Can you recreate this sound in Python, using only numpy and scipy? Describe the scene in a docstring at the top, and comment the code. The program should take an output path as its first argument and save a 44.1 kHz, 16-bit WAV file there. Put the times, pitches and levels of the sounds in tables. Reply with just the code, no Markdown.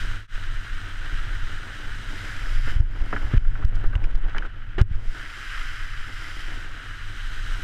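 """Wakeboard over a ramp

A cable-towed wakeboarder crosses a lake, slides along a plastic ramp and lands back on the water.
Spray hisses and water churns under the board; it knocks and scrapes over the hollow ramp, then slaps down.
Wind rumbles and thumps on the waterproof housing of the rider's camera, whose resonances colour the ride."""
import sys
import numpy as np
from scipy import signal
from scipy.fft import rfft, irfft
from scipy.io import wavfile
from scipy.ndimage import uniform_filter1d

SR = 44100
rng = np.random.default_rng(int(sys.argv[2]) if len(sys.argv) > 2 else 0)


def wav_record(signal):
    """Record a signal, one row per channel, as 16-bit PCM in the file named by sys.argv[1]."""
    frames = np.transpose(np.atleast_2d(signal))
    bounded = np.clip(frames, -1, 1)
    # unit amplitude maps onto the largest positive 16-bit level
    quanta = np.round(bounded * 32767).astype(np.int16)
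    wavfile.write(sys.argv[1], SR, quanta)


N = 336483
TIME = np.arange(N) / SR
# cues: the board mounts the ramp, leaves its lip, lands and planes again
MOUNT_S, LIP_S, LANDING_S, PLANING_S = 2.705, 4.46, 4.781, 5.15

# fine spray thrown while planing, before and after the jump: time_s, level_db
SPRAY_BEFORE = [(0.36, -58.5), (0.98, -59), (2.05, -57), (2.19, -53.5), (2.68, -52.5)]
SPRAY_AFTER = [(5.16, -57), (5.63, -53), (5.93, -56.5), (6.42, -52.5), (6.76, -61), (7.6, -54)]
# how far the board is on its edge, from 0 (flat) to 1: time_s, edge_share
EDGING = [(1.9, 0.02), (2.3, 0.8), (2.7, 1), (5.15, 0.76), (6.45, 0.95), (6.7, 0.3), (7.2, 0.1)]
# thrown water showers back on the lake: peak_s, half_length_s, wash_db, fine_spray_db
SHOWERS = [(0, 0.057, -48.5, -46), (1.25, 0.42, -43.5, -64), (2.696, 0.016, -38, -45),
           (3.205, 0.35, -45, -51), (4.926, 0.043, -40.5, -56), (5.59, 0.23, -39.5, -56)]
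# the board knocks on the ramp: start_s, clack_db, boom_db
KNOCKS = [(2.672, -33.5, -34), (2.951, -47, -46), (3.128, -21.5, -22.5), (3.163, -24, -40),
          (3.337, -38, -31.5), (3.449, -37, -46), (3.554, -34, -42), (3.625, -36.5, -41), (3.723, -40, -46),
          (3.84, -33, -36), (3.932, -33, -41), (4.347, -29, -38), (4.363, -27, -39), (4.423, -32, -61),
          (4.450, -34.5, -40)]
# the board digs in at the foot, bend and lip of the ramp: peak_s, half_length_s, level_db
DIGS = [(2.677, .025, -47), (3.346, 0.029, -41), (4.286, 0.077, -46.5)]
# water churning under the hull, before and after the jump: time_s, level_db
CHURN_BEFORE = [(0.4, -58.5), (0.44, -56), (2.41, -49.5), (2.62, -56)]
CHURN_AFTER = [(5.2, -51), (5.35, -62), (6.01, -66), (6.58, -48.5), (7.16, -71), (7.6, -48)]
# drops that strike the housing: start_s, level_db
DROPS = [(3.378, -27), (3.757, -47), (3.954, -26), (4.041, -29.5), (4.382, -20.5)]
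# eddies that thump the housing: peak_s, pressure_db, half_width_ms
EDDIES = [(2.711, -2, 13), (2.765, -8, 3.9), (2.806, -3, 3.5), (3.019, -4.5, 8.6), (3.253, -7.5, 6.7),
          (3.339, -8.5, 1.15), (3.347, -8, 2), (3.376, -0.5, 6), (3.481, 0.5, 13.5), (3.651, -3.5, 4.4),
          (3.756, 0, 14.2), (3.871, 0.5, 14.5), (3.961, -4.5, 4.8), (4.054, -2, 16), (4.156, 0, 12),
          (4.256, -8, 8), (4.8162, 0.96, 2.9), (4.913, -13, 2.7), (4.956, -2.5, 11.7), (5.087, -4, 14.5)]
# strength of the wind on the housing: time_s, rumble_db, flutter_db
GUSTS = [(0, -28.5, -38.5), (.5, -28, -43), (1.3, -24.5, -41), (2.2, -26, -38.5), (2.7, -20, -49),
         (3.05, -25.5, -41), (3.3, -18.5, -38), (3.6, -20.5, -39), (3.95, -23.5, -32.5), (4.3, -18.5, -54),
         (4.6, -30, -40.5), (4.97, -24, -43.5), (5.25, -32.5, -45), (5.75, -25.5, -72), (6.1, -23, -43),
         (6.4, -29, -56), (6.8, -32, -41.5), (7.63, -28, -40.5)]

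# resonances and notches: centre_hz, width_hz, gain_db
HOUSING_MODES = [(1487, 520, 8.5), (1807, 530, 3), (3012, 440, 6), (3560, 110, -1.5), (3960, 500, 2.5),
                 (4470, 270, -5.5), (4850, 460, 3), (5760, 490, 1.5), (8400, 580, 4.5), (10750, 730, 2.5),
                 (11500, 400, -2)]
SIDE_SPRAY_MODES = [(1600, 380, 5.5), (2060, 300, 10), (3170, 290, 7), (3460, 170, -5.5), (4310, 210, -6),
                    (5020, 1100, 6.5), (6900, 360, -2), (7360, 500, 5.5), (9150, 370, -1.5),
                    (9800, 530, 4.5), (10800, 710, 2.5)]
RAMP_MODES = [(273, 55, 9), (426, 60, 6), (840, 120, -5)]

# tone curve of each layer: frequency_hz, relative_db
WASH_EQ = [(300, -28.5), (700, -16.5), (1000, -10.5), (1300, 0), (1900, -0.5), (2500, -4.5), (3200, -6.5),
           (3800, -14), (6000, -23.5), (14000, -44)]  # midrange rush
MIST_EQ = [(1000, -25.5), (2500, -1.5), (3700, 6.5), (5000, -1.5), (6500, -2.5), (8200, -7), (9200, -11),
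           (12000, -15.5), (14300, -17.5), (15500, -29)]  # bright hiss
FAN_EQ = [(700, -25), (1300, -15), (2000, -1.5), (3500, -4.5), (6000, -11.5), (9000, -18), (14200, -26),
          (15500, -40)]  # softer hiss
CLACK_EQ = [(300, -15.5), (700, -2.5), (1300, 3.5), (2000, -0.5), (3000, -19.5), (5000, -30), (12000, -58)]  # hard mids
BOOM_EQ = [(120, -6), (250, -7.5), (500, -8.5), (900, -11), (1500, -49), (5000, -80)]  # hollow lows
SMACK_EQ = [(150, 5), (290, -2.5), (470, 0), (900, -7.5), (1500, -5.5), (3000, -14), (4500, -26.5),
            (8000, -38.5), (14000, -61)]  # heavy slap
CHURN_EQ = [(100, -14.5), (200, -6), (300, 1.5), (400, -6.5), (650, -9), (1000, -9), (2000, -25.5),
            (6000, -61)]  # low gurgle
TICK_EQ = [(500, -14), (1300, -3), (2300, 1), (2950, 3.5), (3600, -11.5), (6800, -19), (9000, -30),
           (15000, -43)]  # sharp upper mids
CRACKLE_EQ = [(400, -5), (1500, -4.5), (3000, -1), (5000, -1), (8500, -12.5), (12000, -18), (15000, -38)]  # broad fizz
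RUMBLE_EQ = [(8, -4.5), (16, 0), (26, 0), (42, -15.5), (65, -24), (100, -20), (200, -45.5), (600, -100)]  # sub-bass
FLUTTER_EQ = [(40, -0.5), (70, -15.5), (90, 1), (106, 3), (125, -16), (155, -20), (220, -17.5), (600, -62)]  # bass bump near 100 Hz


def spray(wash_db=-41.0, wash_follows=0.24, far_wash_db=-49, mist_db=7, fan_db=8.5):
    """Water falls back as a wash of drops; a flat board throws a fine mist, an edged one a fan of spray."""
    wash = colour(impacts(rate_hz=12000, spread_db=0.3), WASH_EQ, HOUSING_MODES)
    wash *= flicker(rate_hz=90, depth_db=0.5)
    mist = colour(impacts(rate_hz=15000, spread_db=-0.2), MIST_EQ, HOUSING_MODES)
    fan = colour(impacts(rate_hz=12000, spread_db=-0.5), FAN_EQ, SIDE_SPRAY_MODES)
    thrown, = faders(SPRAY_BEFORE + SPRAY_AFTER)
    edge = np.interp(TIME, *np.transpose(EDGING))
    shower_wash = sum(undb(db) * swell(peak_s, half_s) for peak_s, half_s, db, _ in SHOWERS)
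    shower_fine = sum(undb(db) * swell(peak_s, half_s) for peak_s, half_s, _, db in SHOWERS)
    near_wash = undb(wash_db) * unit_rms(thrown) ** wash_follows * on_water(die_s=0.15, build_s=0.0091)
    wash_gain = np.sqrt(near_wash ** 2 + shower_wash ** 2 + undb(far_wash_db) ** 2)
    fine_gain = thrown * on_water(die_s=0.088, build_s=0.15)
    mist_gain = undb(mist_db) * np.sqrt(1 - edge) * fine_gain
    fan_gain = np.hypot(undb(fan_db) * np.sqrt(edge) * fine_gain, shower_fine)
    return flicker(rate_hz=28, depth_db=0.51) * (wash_gain * wash + mist_gain * mist + fan_gain * fan)


def ramp_knocks(clack_ms=9.4, boom_ms=14, strike=3.6):
    """Each blow is a hard strike and a short chatter of the board on the ramp, whose hollow body booms."""
    contact, body = np.zeros(N), np.zeros(N)
    for start_s, clack_db, boom_db in KNOCKS:
        add(contact, start_s, burst(clack_db, clack_ms, strike))
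        add(body, start_s, burst(boom_db, boom_ms, 2 * strike))
    return colour(contact, CLACK_EQ, HOUSING_MODES) + colour(body, BOOM_EQ, RAMP_MODES)


def landing(smack_db=-23.5, hold_s=0.045, sag_db_per_s=200, flex_db=-23, flex_hz=375, flex_ms=20):
    """The board's underside meets the water in a short, dense smack, and the board rings as it bends."""
    contact = rise(LANDING_S, length_s=0.001) - rise(LANDING_S + hold_s, length_s=0.0085)
    envelope = contact * undb(smack_db - sag_db_per_s * np.maximum(TIME - LANDING_S, 0))
    smack = envelope * colour(impacts(rate_hz=7100, spread_db=1.0), SMACK_EQ, HOUSING_MODES)
    age_s = np.arange(SR // 10) / SR
    flex = np.sin(2 * np.pi * flex_hz * age_s) * np.exp(-1000 * age_s / flex_ms)
    add(smack, LANDING_S, undb(flex_db) * flex)
    return smack


def ramp_scrape(slide_db=-51, grit_db=-68):
    """The board rubs unevenly along the wet plastic, harder where the slope changes."""
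    digs = sum(undb(db) * swell(peak_s, half_s) for peak_s, half_s, db in DIGS)
    rub_gain = undb(slide_db) * on_ramp() + digs
    rub = rub_gain * colour(impacts(rate_hz=5000, spread_db=2.5), WASH_EQ, HOUSING_MODES)
    grit = undb(grit_db) * on_ramp() * colour(impacts(rate_hz=500, spread_db=1.5), MIST_EQ, HOUSING_MODES)
    return (rub + grit) * flicker(rate_hz=40, depth_db=2.5)


def hull_churn(ramp_db=-48, floor_db=-57.0, plunge_db=-49):
    """Water churns under the hull and surges as the board sinks in; the low rush runs on over the ramp."""
    churn_gain, = faders(CHURN_BEFORE + CHURN_AFTER)
    plunge = undb(plunge_db) * swell(peak_s=4.95, half_s=0.097)
    afloat = churn_gain * on_water(die_s=0.072, build_s=0.024) + plunge
    envelope = np.hypot(afloat + undb(ramp_db) * on_ramp(), undb(floor_db))
    churn = colour(impacts(rate_hz=1500, spread_db=2.0), CHURN_EQ)
    return envelope * churn * flicker(rate_hz=30, depth_db=2.0)


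def stray_drops(decay_ms=2.05):
    """Stray drops tick on the housing."""
    ticks = np.zeros(N)
    for start_s, level_db in DROPS:
        add(ticks, start_s, burst(level_db, decay_ms))
    return colour(ticks, TICK_EQ, HOUSING_MODES)


def wind_thumps(ring_hz=103, ring_share=0.77, leak_hz=12, overload_db=-12.5, knee=0.18, crackle_db=-44.5):
    """Each eddy is a peaked push that rings the housing; the microphone crackles while overloaded."""
    push = np.zeros(N)
    offset_s = np.arange(-4096, 4096) / SR
    for peak_s, pressure_db, half_width_ms in EDDIES:
        pulse = 1 / (1 + (1000 * offset_s / half_width_ms) ** 2 / 2) ** 2
        add(push, peak_s + offset_s[0], undb(pressure_db) * pulse)
    ring = signal.lfilter(*signal.iirpeak(ring_hz, Q=5, fs=SR), push)
    # suction comes before and after each push, so no steady pressure is left
    low_cut = signal.butter(1, leak_hz, "high", fs=SR, output="sos")
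    thumps = signal.sosfiltfilt(low_cut, push + ring_share * ring)
    overload = np.tanh(np.maximum(thumps - undb(overload_db), 0) / knee)
    crackle = colour(impacts(rate_hz=10000, spread_db=5.0), CRACKLE_EQ, HOUSING_MODES)
    return thumps + undb(crackle_db) * overload * crackle


def wind_bed():
    """Turbulent air rumbles and shakes the housing near 100 Hz."""
    rumble_gain, flutter_gain = faders(GUSTS)
    rumble = rumble_gain * colour(noise(), RUMBLE_EQ) * flicker(rate_hz=7, depth_db=2.5)
    flutter = flutter_gain * colour(noise(), FLUTTER_EQ)
    return rumble + flutter


def level_dip(bottom_s=0.275, out_s=0.16, in_s=0.08, before_db=3, floor_db=-40):
    """The level fades briefly to almost nothing and comes back a little lower."""
    fade_out = undb(before_db) * (1 - rise(bottom_s - out_s, out_s))
    return np.maximum(fade_out + rise(bottom_s, in_s), undb(floor_db))


def duck(sound, threshold_db=-12, slope=1.21, release_db_per_s=60, attack_ms=6, split_hz=220):
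    """Loud peaks pull down all but the bass a moment later; the gain creeps back at a steady rate."""
    over_db = np.maximum(20 * np.log10(np.abs(sound[0]) + 1e-9) - threshold_db, 0)
    recovery_db = release_db_per_s * TIME
    cut_db = np.maximum.accumulate(slope * over_db + recovery_db) - recovery_db
    lag = signal.bessel(4, 1000 / (2 * attack_ms), fs=SR, output="sos")
    bass = signal.sosfiltfilt(signal.butter(2, split_hz, fs=SR, output="sos"), sound)
    return bass + (sound - bass) * undb(-signal.sosfilt(lag, cut_db))


def on_water(die_s, build_s):
    """An envelope that dies away on the ramp and builds from the landing until the board planes."""
    leaving = np.exp(-np.maximum(TIME - MOUNT_S, 0) / die_s)
    returning = np.exp(np.minimum(TIME - PLANING_S, 0) / build_s)
    return np.where(TIME < LANDING_S, leaving, returning)


def on_ramp(fade_s=0.022):
    """A gate that is open while the board slides on the ramp."""
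    return rise(MOUNT_S, fade_s) - rise(LIP_S, fade_s)


def rise(start_s, length_s):
    """A straight fade from 0 to 1."""
    return np.clip((TIME - start_s) / length_s, 0, 1)


def swell(peak_s, half_s):
    """A bell-shaped swell."""
    return np.exp(-((TIME - peak_s) / half_s) ** 2)


def faders(table):
    """One gain curve for each dB column of a timed table."""
    times_s, *columns_db = np.transpose(table)
    return [undb(np.interp(TIME, times_s, levels_db)) for levels_db in columns_db]


def flicker(rate_hz, depth_db):
    """A gain that wanders at random, about rate_hz times a second."""
    step = max(int(SR / rate_hz), 1)
    held = np.repeat(noise()[:N // step + 1], step)
    smooth = uniform_filter1d(uniform_filter1d(held, step), step)[:N]
    return undb(depth_db * unit_rms(smooth))


def impacts(rate_hz, spread_db):
    """Tiny impacts at random moments, many small and a few large."""
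    strength = undb(spread_db * np.minimum(rng.exponential(size=N), 5))
    hits = rng.random(N) < rate_hz / SR
    return unit_rms(hits * strength * noise())


def burst(level_db, decay_ms, strike=0, size=8192):
    """Dense chatter that dies away, led by an optional one-sample strike."""
    age_ms = 1000 * np.arange(size) / SR
    chatter = rng.standard_normal(size) * np.exp(-age_ms / decay_ms)
    chatter[0] = strike
    return undb(level_db) * chatter


def colour(sound, eq, modes=(), size=16384):
    """Shape a sound with a tone curve plus resonances; white noise keeps its level."""
    hz = np.maximum(np.arange(size // 2 + 1) * SR / size, 1)
    eq_hz, eq_db = np.transpose(eq)
    curve_db = np.interp(np.log(hz), np.log(eq_hz), eq_db)
    for centre_hz, width_hz, gain_db in modes:
        curve_db += gain_db / (1 + (2 * (hz - centre_hz) / width_hz) ** 2)
    # minimum phase: the ringing follows each hit and never precedes it
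    cepstrum = irfft(np.log(undb(curve_db)))
    cepstrum[1:size // 2] *= 2
    cepstrum[size // 2 + 1:] = 0
    response = irfft(np.exp(rfft(cepstrum)))
    return signal.oaconvolve(sound, response / np.linalg.norm(response))[:N]


def add(track, start_s, sound):
    """Mix a short sound into a track."""
    start = int(start_s * SR)
    track[start:start + len(sound)] += sound[:N - start]


def noise():
    """White noise."""
    return rng.standard_normal(N)


def undb(db):
    """Decibels to gain."""
    return 10 ** (np.asarray(db) / 20)


def unit_rms(sound):
    """Scale to rms 1."""
    return sound / np.sqrt(np.mean(sound ** 2))


def scene():
    """Water, wind and board in mono, heard from the rider's position."""
    water = spray() + hull_churn()
    air = wind_bed() + wind_thumps()
    ramp = ramp_scrape() + ramp_knocks()
    return (water + air + ramp + stray_drops() + landing())[None]


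def record(dry, top_hz=15300):
    """The level dips once near the start; thumps duck the mix, peaks clip and the top is cut."""
    clipped = np.clip(duck(dry * level_dip()), -1, 1)
    high_cut = signal.ellip(8, 0.2, 70, top_hz, fs=SR, output="sos")
    return signal.sosfilt(high_cut, clipped)


dry = scene()
out = record(dry)
wav_record(out)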